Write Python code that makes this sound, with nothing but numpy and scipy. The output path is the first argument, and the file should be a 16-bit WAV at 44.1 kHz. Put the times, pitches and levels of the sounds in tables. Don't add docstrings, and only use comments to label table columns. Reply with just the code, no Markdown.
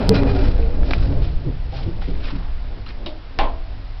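import sys
import numpy as np
from scipy import signal
from scipy.fft import rfft, irfft, next_fast_len
from scipy.io import wavfile
from scipy.ndimage import map_coordinates

SR = 44100
rng = np.random.default_rng(int(sys.argv[2]) if len(sys.argv) > 2 else 0)


def waveform_to_disk(signal):
    frames = np.transpose(np.atleast_2d(signal))
    scaled = np.clip(frames, -1, 1) * 32767
    samples = np.round(scaled).astype(np.int16)
    wavfile.write(sys.argv[1], SR, samples)


def rack_gain(trim_db):
    fader = np.asarray(trim_db, float)
    return 10 ** (fader / 20)


N = 176400

# centre in Hz, width in Hz, level in dB.
PANELS = [(221.6, 46, -5.5), (277, 6.2, 0), (330.7, 5, -3), (362.3, 2.6, -6), (395, 22, -8.5),
          (490, 61, -9), (580.6, 34, -7.5), (712, 71, -14), (810, 8.4, -7.5), (911, 130, -14.5),
          (1126, 12, -16)]
# centre in Hz, width in Hz, level in dB.
LOW_PANELS = [(53, 14, 2), (98, 11.6, 4), (136, 7.2, 0.5), (164.9, 3.5, 3.5)]
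# start in seconds, peak in dB.
RELAY_HITS = [
    (3.389, -10.5),
    (3.407, -20.5),
    (3.428, -16.5),
]
# time in seconds, signed size in full scale, gain dip in dB.
BUMPS = [
    (0.16, -0.22, 0.5),
    (0.234, -.45, 4.5),
    (0.32, 0.47, 1),
    (0.488, -0.48, 2),
    (0.578, 0.11, 1),
    (0.605, -0.27, 0),
    (0.649, 0.11, -1),
    (0.833, 0.29, 1.5),
]


def unit(x):
    return x / np.sqrt(np.mean(x ** 2) + 1e-20)


def along(points, hz):
    f, v = np.transpose(points)
    return np.interp(np.log(hz + 1), np.log(f + 1), v)


def curve(rows):
    s, *cols = np.transpose(rows)
    return [np.interp(np.arange(N) / SR, s, v) for v in cols]


def wobble(rate_hz):
    knots = rng.standard_normal(int(N * rate_hz / SR) + 4)
    return map_coordinates(knots, [np.arange(N) * rate_hz / SR])


def filtered(x, response):
    m = next_fast_len(len(x) + SR // 2)
    return irfft(rfft(x, m) * response(np.fft.rfftfreq(m, 1 / SR)), m)[:len(x)]


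def body(peaks):
    def response(f):
        return sum((-1) ** k * rack_gain(db) * 1j * f * w / (c * c - f * f + 1j * f * w)
                   for k, (c, w, db) in enumerate(peaks))
    return response


def noise(response):
    return unit(filtered(rng.standard_normal(N), response))


def dying(response, t60s, rise_s):
    t = np.arange(SR // 2) / SR
    burst = unit(filtered(rng.standard_normal(len(t)), response))
    hz, frame_s, z = signal.stft(burst, SR, nperseg=512)
    decay = rack_gain(-60 * frame_s / along(t60s, hz)[:, None])
    tail = signal.istft(z * decay, SR, nperseg=512)[1][:len(t)]
    return tail * (1 - np.exp(-t / rise_s))


def add(out, s, x):
    i = round(s * SR)
    out[i:i + len(x)] += x[:N - i]


def still_air():
    # frequency in Hz, level in dB per Hz.
    air_tone = [(88, -33), (150, -24.5), (415, -21.5), (735, -1), (913, -5), (4340, -13), (6000, -17),
                (7800, -74.5), (13200, -120)]
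    return rack_gain(-48 + 0.19 * wobble(4.0)) * noise(lambda f: rack_gain(along(air_tone, f)))


def winding_hum():
    # centre in Hz, width in Hz, rms in dB.
    hum_bands = [(100, 14, -43), (277, 1.8, -63)]
    return sum(rack_gain(db) * noise(lambda f: body([(hz, w, 0)])(f) ** 2) for hz, w, db in hum_bands)


def cabin_sway():
    # time in seconds, level in dB.
    sway_level = [(0, -18), (.05, -22), (.4, -15.5), (.63, -10), (.73, -18.5), (.83, -12), (.9, -20.5),
                  (1.0, -14), (1.3, -18.5), (1.93, -25), (2.18, -14.5), (2.27, -20.5), (2.56, -19.5),
                  (2.66, -28.5), (3.1, -26), (3.27, -34.5), (3.45, -28), (4, -27.5)]
    # centre in Hz, width in Hz, level in dB.
    sway_modes = [(8.5, 10, -4), (19, 6.3, 2), (30.35, 7.1, -1), (57.7, 14.4, -6)]
    level_db = curve(sway_level)[0]
    return rack_gain(level_db) * noise(lambda f: body(sway_modes)(f) / (1 + (f / 85) ** 4))


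def handling():
    case_tap = (.09287, 4800, .00022, 1.25, .0933, .00025, 1.2)
    bump_rise_s, bump_fall_s = 0.004, 0.0008
    t = np.arange(N) / SR
    tap_s, hz, half_s, size, push_s, push_half_s, push_size = case_tap
    tap = size * np.cos(2 * np.pi * hz * (t - tap_s)) * np.exp(-((t - tap_s) / half_s) ** 2)
    push_rise = ((t - push_s) / push_half_s) ** 2
    push_fall = (t - push_s) / (2 * push_half_s)
    push = push_size * np.exp(-np.where(t < push_s, push_rise, push_fall))
    bumps = sum(g * np.exp(-np.abs(t - s) / np.where(t < s, bump_rise_s, bump_fall_s)) for s, g, _ in BUMPS)
    return tap + push + bumps


def ticks():
    # start in seconds, peak in dB, pitch in Hz, t60 in seconds.
    tick_events = [(0.5796, -31, 1500, 0.0044), (0.604, -28.5, 1200, .004), (.627, -30, 2520, 0.015),
                   (.832, -27, 1710, 0.0077), (0.909, -15.5, 3830, 0.0062), (0.912, -13.5, 725, 0.013),
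                   (0.9351, -11, 2410, 0.011), (.935, -22.5, 1580, 0.0098), (1.126, -34.5, 2960, 0.0081),
                   (1.7236, -36, 777, 0.03), (2.0206, -29, 1480, 0.019), (2.024, -30.5, 785, 0.072),
                   (2.254, -32, 2486, 0.044), (2.8638, -32, 2830, 0.014), (2.867, -37, 4100, 0.076),
                   (2.867, -34.5, 1300, 0.04), (2.8905, -29.5, 4600, 0.0065)]
    crack_t60_s, tail_db, tail_t60_s = 0.005, -18, 0.092
    out, t = np.zeros(N), np.arange(SR // 8) / SR
    for s, db, hz, t60 in tick_events:
        ring = 0.81 * rack_gain(-60 * t / t60) * np.sin(2 * np.pi * hz * t)
        crack = 0.55 * (rng.standard_normal(len(t)) + 2 * (t < .0002)) * rack_gain(-60 * t / crack_t60_s)
        wash = unit(filtered(rng.standard_normal(len(t)), body([(hz, hz, 0)])))
        tail = rack_gain(tail_db - 60 * t / tail_t60_s) * wash
        add(out, s, rack_gain(db) * (ring + crack + tail))
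    return out


def scrapes():
    # peak time in seconds, rise in seconds, fall in seconds, level in dB, centre in Hz.
    swells = [(0.022, 0.034, 0.34, -41.5, 2490), (.146, 0.0054, 0.04, -30, 4060),
              (0.301, 0.039, 0.018, -38.5, 4170), (.42, 0.12, 0.16, -39.5, 3900),
              (0.898, .05, 0.18, -41, 3500), (1.029, 0.052, 0.063, -45, 3460),
              (1.24, 0.033, 0.073, -42.5, 2900), (1.776, 0.045, 0.075, -40.5, 3360),
              (2.017, 0.0074, 0.17, -43.5, 2340), (2.274, 0.058, 0.081, -38.5, 2610),
              (1.79, 0.019, 0.036, -43, 805), (2.299, 0.094, 0.2, -42, 864), (2.9, 0.024, 0.027, -41, 2020)]
    # centre in Hz, width in Hz, level in dB.
    lattice_modes = [(1370, 320, 5.5), (2100, 140, -0.5), (2440, 94, 4), (3500, 81, -14.5), (3966, 39, 0.5),
                     (4240, 91, -9.5)]
    lattice_db, lattice_fade_db_per_s, grit_db = 2.5, 7.8, 2
    out, t = np.zeros(N), np.arange(N) / SR
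    ring = noise(lambda f: np.abs(body(lattice_modes)(f)) ** 0.71)
    for s, rise, fall, db, hz in swells:
        shape = np.where(t < s, np.exp(-((t - s) / rise) ** 2), np.exp(-np.abs(t - s) / fall))
        rub = noise(lambda f: body([(hz, 1.5 * hz, 0)])(f) ** 2)
        out += rack_gain(db) * shape * (rub + rack_gain(lattice_db - lattice_fade_db_per_s * s) * ring)
    return out * unit(rack_gain(grit_db * wobble(120)))


def singing():
    # start in seconds, length in seconds, pitch in Hz, peak in dB.
    swells = [(0, 0.055, 597, -25.5), (.05, 0.087, 100, -23), (.08, 0.088, 438.4, -19),
              (.07, 0.12, 191, -15.5), (0.097, 0.21, 277, -21), (0.144, 0.11, 395, -24.5),
              (.16, 0.035, 810, -45), (.16, 0.053, 568, -27), (.24, .13, 395, -22.5),
              (.26, 0.058, 98, -16.5), (0.255, 0.19, 277, -24), (0.331, 0.11, 387.5, -26.5),
              (0.342, 0.11, 598, -29), (0.334, 0.056, 729, -29), (0.403, 0.068, 277, -25),
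              (.44, 0.15, 503, -36), (.57, 0.14, 453.7, -32), (.68, 0.099, 490, -33.5),
              (0.715, 0.28, 274.7, -31.5), (0.787, 0.044, 620, -39), (0.845, 0.06, 590, -36),
              (0.929, 0.068, 350, -34.5), (.94, 0.056, 158.7, -25), (0.937, 0.045, 676, -34.5),
              (1.002, 0.36, 699, -44), (1.02, 0.058, 540, -36.5), (1.07, 0.084, 277, -27),
              (1.15, 0.15, 166.8, -36), (1.439, 0.064, 367.4, -34.5), (.1, 0.15, 2424, -40),
              (.27, 0.056, 2444, -38), (0.374, 0.07, 2386, -43), (.14, 0.05, 4000, -34.5),
              (.14, .09, 1426, -36), (.3, 0.17, 1430, -46), (1.76, .07, 130.6, -28),
              (1.85, 0.054, 98, -22.5), (2.24, .06, 253.5, -35), (2.46, 0.033, 856, -43),
              (1.719, 0.057, 666, -41.5), (1.72, 0.039, 517, -40), (1.724, 0.045, 796, -39),
              (1.783, 0.039, 779, -40), (1.86, 0.042, 334, -30), (1.087, 0.046, 422.5, -32.5)]
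    flutter_db = 3
    out = np.zeros(N)
    waver_rad = 0.7 * wobble(25)
    for s, length, hz, db in swells:
        t = np.arange(round(length * SR)) / SR
        level = rack_gain(db + flutter_db * wobble(50)[:len(t)]) * np.sin(np.pi * t / length) ** 0.83
        phase = 2 * np.pi * hz * t + waver_rad[round(s * SR):][:len(t)]
        add(out, s, level * np.sin(phase))
    return out


def thuds():
    # start in seconds, peak in dB, dullness in Hz, favoured panel in Hz.
    blows = [
        (.1, -10, 443, 277),
        (0.14, -11, 494, 395),
        (0.667, -19.5, 584, 490),
        (1.093, -22, 294, 277),
        (1.463, -12.5, 446, 136),
        (1.718, -24.5, 924, 712),
        (1.86, -15, 450, 330),
        (2.073, -14.5, 495, 395),
        (2.325, -15, 310, 277),
    ]
    # frequency in Hz, t60 in seconds.
    wash_t60s = [(60, 0.72), (300, 0.26), (1000, 0.33)]
    rise_s, ring_t60_s = 0.0068, 0.23
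    wash_db, ring_db, low_db, favour_db = -11.5, -16.5, 2, 10.5
    out, t = np.zeros(N), np.arange(SR // 2) / SR
    for s, db, dull_hz, best_hz in blows:
        soft = lambda f: 1 / (1 + (f / dull_hz) ** 5)
        modes = 0
        for hz, _, g in LOW_PANELS[1:] + PANELS:
            near = abs(hz / best_hz - 1) < .08
            mode_db = g + (hz < 200) * low_db + favour_db * near + rng.normal(0, 1.4)
            modes = modes + rack_gain(mode_db) * soft(hz) * np.sin(2 * np.pi * hz * t + rng.uniform(-0.84, 1))
        ring = rack_gain(ring_db - 60 * t / ring_t60_s) * (1 - np.exp(-t / rise_s)) * modes
        wash = rack_gain(wash_db) * dying(lambda f: soft(f) * (f > 70), wash_t60s, rise_s)
        add(out, s, rack_gain(db) * (ring + wash))
    return out


def knock(events, tone, ring, t60s, wash_db, crack_db):
    waver_rad, rise_s, rebound_hz = 0.8, 0.002, 1300
    out, t = np.zeros(N), np.arange(SR // 2) / SR
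    for k, (s, db) in enumerate(events):
        dull = lambda f: rack_gain(along(tone, f)) / (1 + (k > 0) * (f / rebound_hz) ** 4)
        modes = 0
        for hz, g, t60 in ring:
            level = rack_gain(g + 2.3 * wobble(41)[:len(t)] - 60 * t / t60)
            modes = modes + level * np.sin(2 * np.pi * hz * t + waver_rad * wobble(65)[:len(t)])
        modes = modes * (1 - np.exp(-t / rise_s))
        crack = (k == 0) * rack_gain(crack_db - 60 * t / 0.0018) * rng.standard_normal(len(t))
        wash = rack_gain(wash_db) * dying(dull, t60s, 0.00078)
        add(out, s, rack_gain(db) * (0.6 * modes + crack + wash))
    return out


def button():
    # start in seconds, peak in dB.
    press = [
        (3.0618, -19.5),
    ]
    # frequency in Hz, level in dB per Hz.
    button_tone = [(150, -34), (250, -19.5), (358, -16.5), (455, -16.5), (617, -5), (1430, -22),
                   (3480, -12), (5390, -22.5), (6000, -34), (7800, -69), (13200, -120)]
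    # pitch in Hz, level in dB, t60 in seconds.
    button_ring = [(320, -7, 0.37), (610, -8, 0.31), (2870, -3.5, 0.051), (3780, 4, 0.021)]
    # frequency in Hz, t60 in seconds.
    button_t60s = [(300, 0.56), (1500, 0.1), (5000, 0.2)]
    return knock(press, button_tone, button_ring, button_t60s, wash_db=-11.5, crack_db=1)


def relay():
    # frequency in Hz, level in dB per Hz.
    relay_tone = [(88, -44), (150, -15.5), (500, -12.5), (807, -9), (1430, -19.5), (2200, -18),
                  (3500, -20.5), (5400, -34), (6200, -30), (7800, -120)]
    # pitch in Hz, level in dB, t60 in seconds.
    relay_ring = [(325, -18, 0.25), (651, -16.5, 0.8), (827, -0.5, 0.14), (1043, -7, 0.31),
                  (956, -9.5, 0.25)]
    # frequency in Hz, t60 in seconds.
    relay_t60s = [(200, 0.17), (900, 0.4), (2000, 0.27), (5500, 0.23)]
    return knock(RELAY_HITS, relay_tone, relay_ring, relay_t60s, wash_db=-8.5, crack_db=6)


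def jolt():
    jolt_hz, jolt_db, jolt_t60_s = 19, -9, 0.95
    swing_hz, swing_db, swing_s = 42.4, -17, 0.06
    out, t = np.zeros(N), np.arange(SR) / SR
    shudder = -rack_gain(jolt_db - 60 * t / jolt_t60_s) * np.sin(2 * np.pi * jolt_hz * (t + 0.014))
    shudder = shudder * (1 - np.exp(-t / 0.0031))
    swing = rack_gain(swing_db) * t / swing_s * np.exp(-t / swing_s) * np.cos(2 * np.pi * swing_hz * t)
    add(out, RELAY_HITS[0][0], shudder + swing)
    return out


def gate_and_rumble():
    # time in seconds, rumble level in dB, gate rattle over it in dB.
    drive = [(0, -25.5, 3.5), (.05, -24, -0.5), (.12, -20.5, 2.5), (.3, -18.5, -3), (.5, -23.5, -5),
             (.73, -31.5, -3), (1.12, -20, -11.5), (1.39, -30, -10), (1.63, -31, -14.5),
             (1.92, -32.5, -3.5), (2.5, -42.5, -2), (2.96, -42, -3.5), (3.09, -49, 8.5), (3.23, -49.5, 1),
             (3.42, -46, 4.5), (4, -48, -4)]
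    # frequency in Hz, level in dB per Hz.
    shaft_tone = [(90, -35.5), (150, -7), (300, -9.5), (600, -11.5), (1000, -24.5), (2500, -38),
                  (5000, -120)]
    shaft_db, lumpy_db = -0.5, 2.34
    level_db, rattle_db = curve(drive)
    panel_noise = noise(lambda f: np.abs(body(PANELS)(f)) ** 1.78)
    shaft_noise = rack_gain(shaft_db) * noise(lambda f: rack_gain(along(shaft_tone, f)))
    lumps = rack_gain(lumpy_db * wobble(12) + 1.4 * wobble(40))
    rattle = rack_gain(rattle_db) * unit((panel_noise + shaft_noise) * lumps)
    low_noise = noise(lambda f: body(LOW_PANELS)(f) / (1 + (f / 200) ** 6))
    boom = unit(low_noise * rack_gain(0.2 * wobble(21)))
    return rack_gain(level_db) * (boom + rattle)


def scene():
    background = still_air() + winding_hum() + cabin_sway() + handling()
    contacts = ticks() + scrapes() + singing() + thuds()
    controls = button() + relay() + jolt()
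    return (background + contacts + controls + gate_and_rumble())[None]


def low_pass(x):
    return signal.sosfilt(signal.butter(12, 16500, fs=SR, output="sos"), x)


def record(dry):
    recover_s, top_hz, offset, clip = 0.08, 5520, 0.0022, 0.72
    t = np.arange(N) / SR
    duck_db = sum(db * (t > s) * np.exp(-np.abs(t - s) / recover_s) for s, _, db in BUMPS)
    x = filtered(dry[0] * rack_gain(-duck_db), lambda f: 1 / (1 + (f / top_hz) ** 30)) + offset
    x = x / (1 + np.abs(x / clip) ** 24) ** (1 / 24)
    return low_pass(x[None])


dry = scene()
out = record(dry)
waveform_to_disk(out)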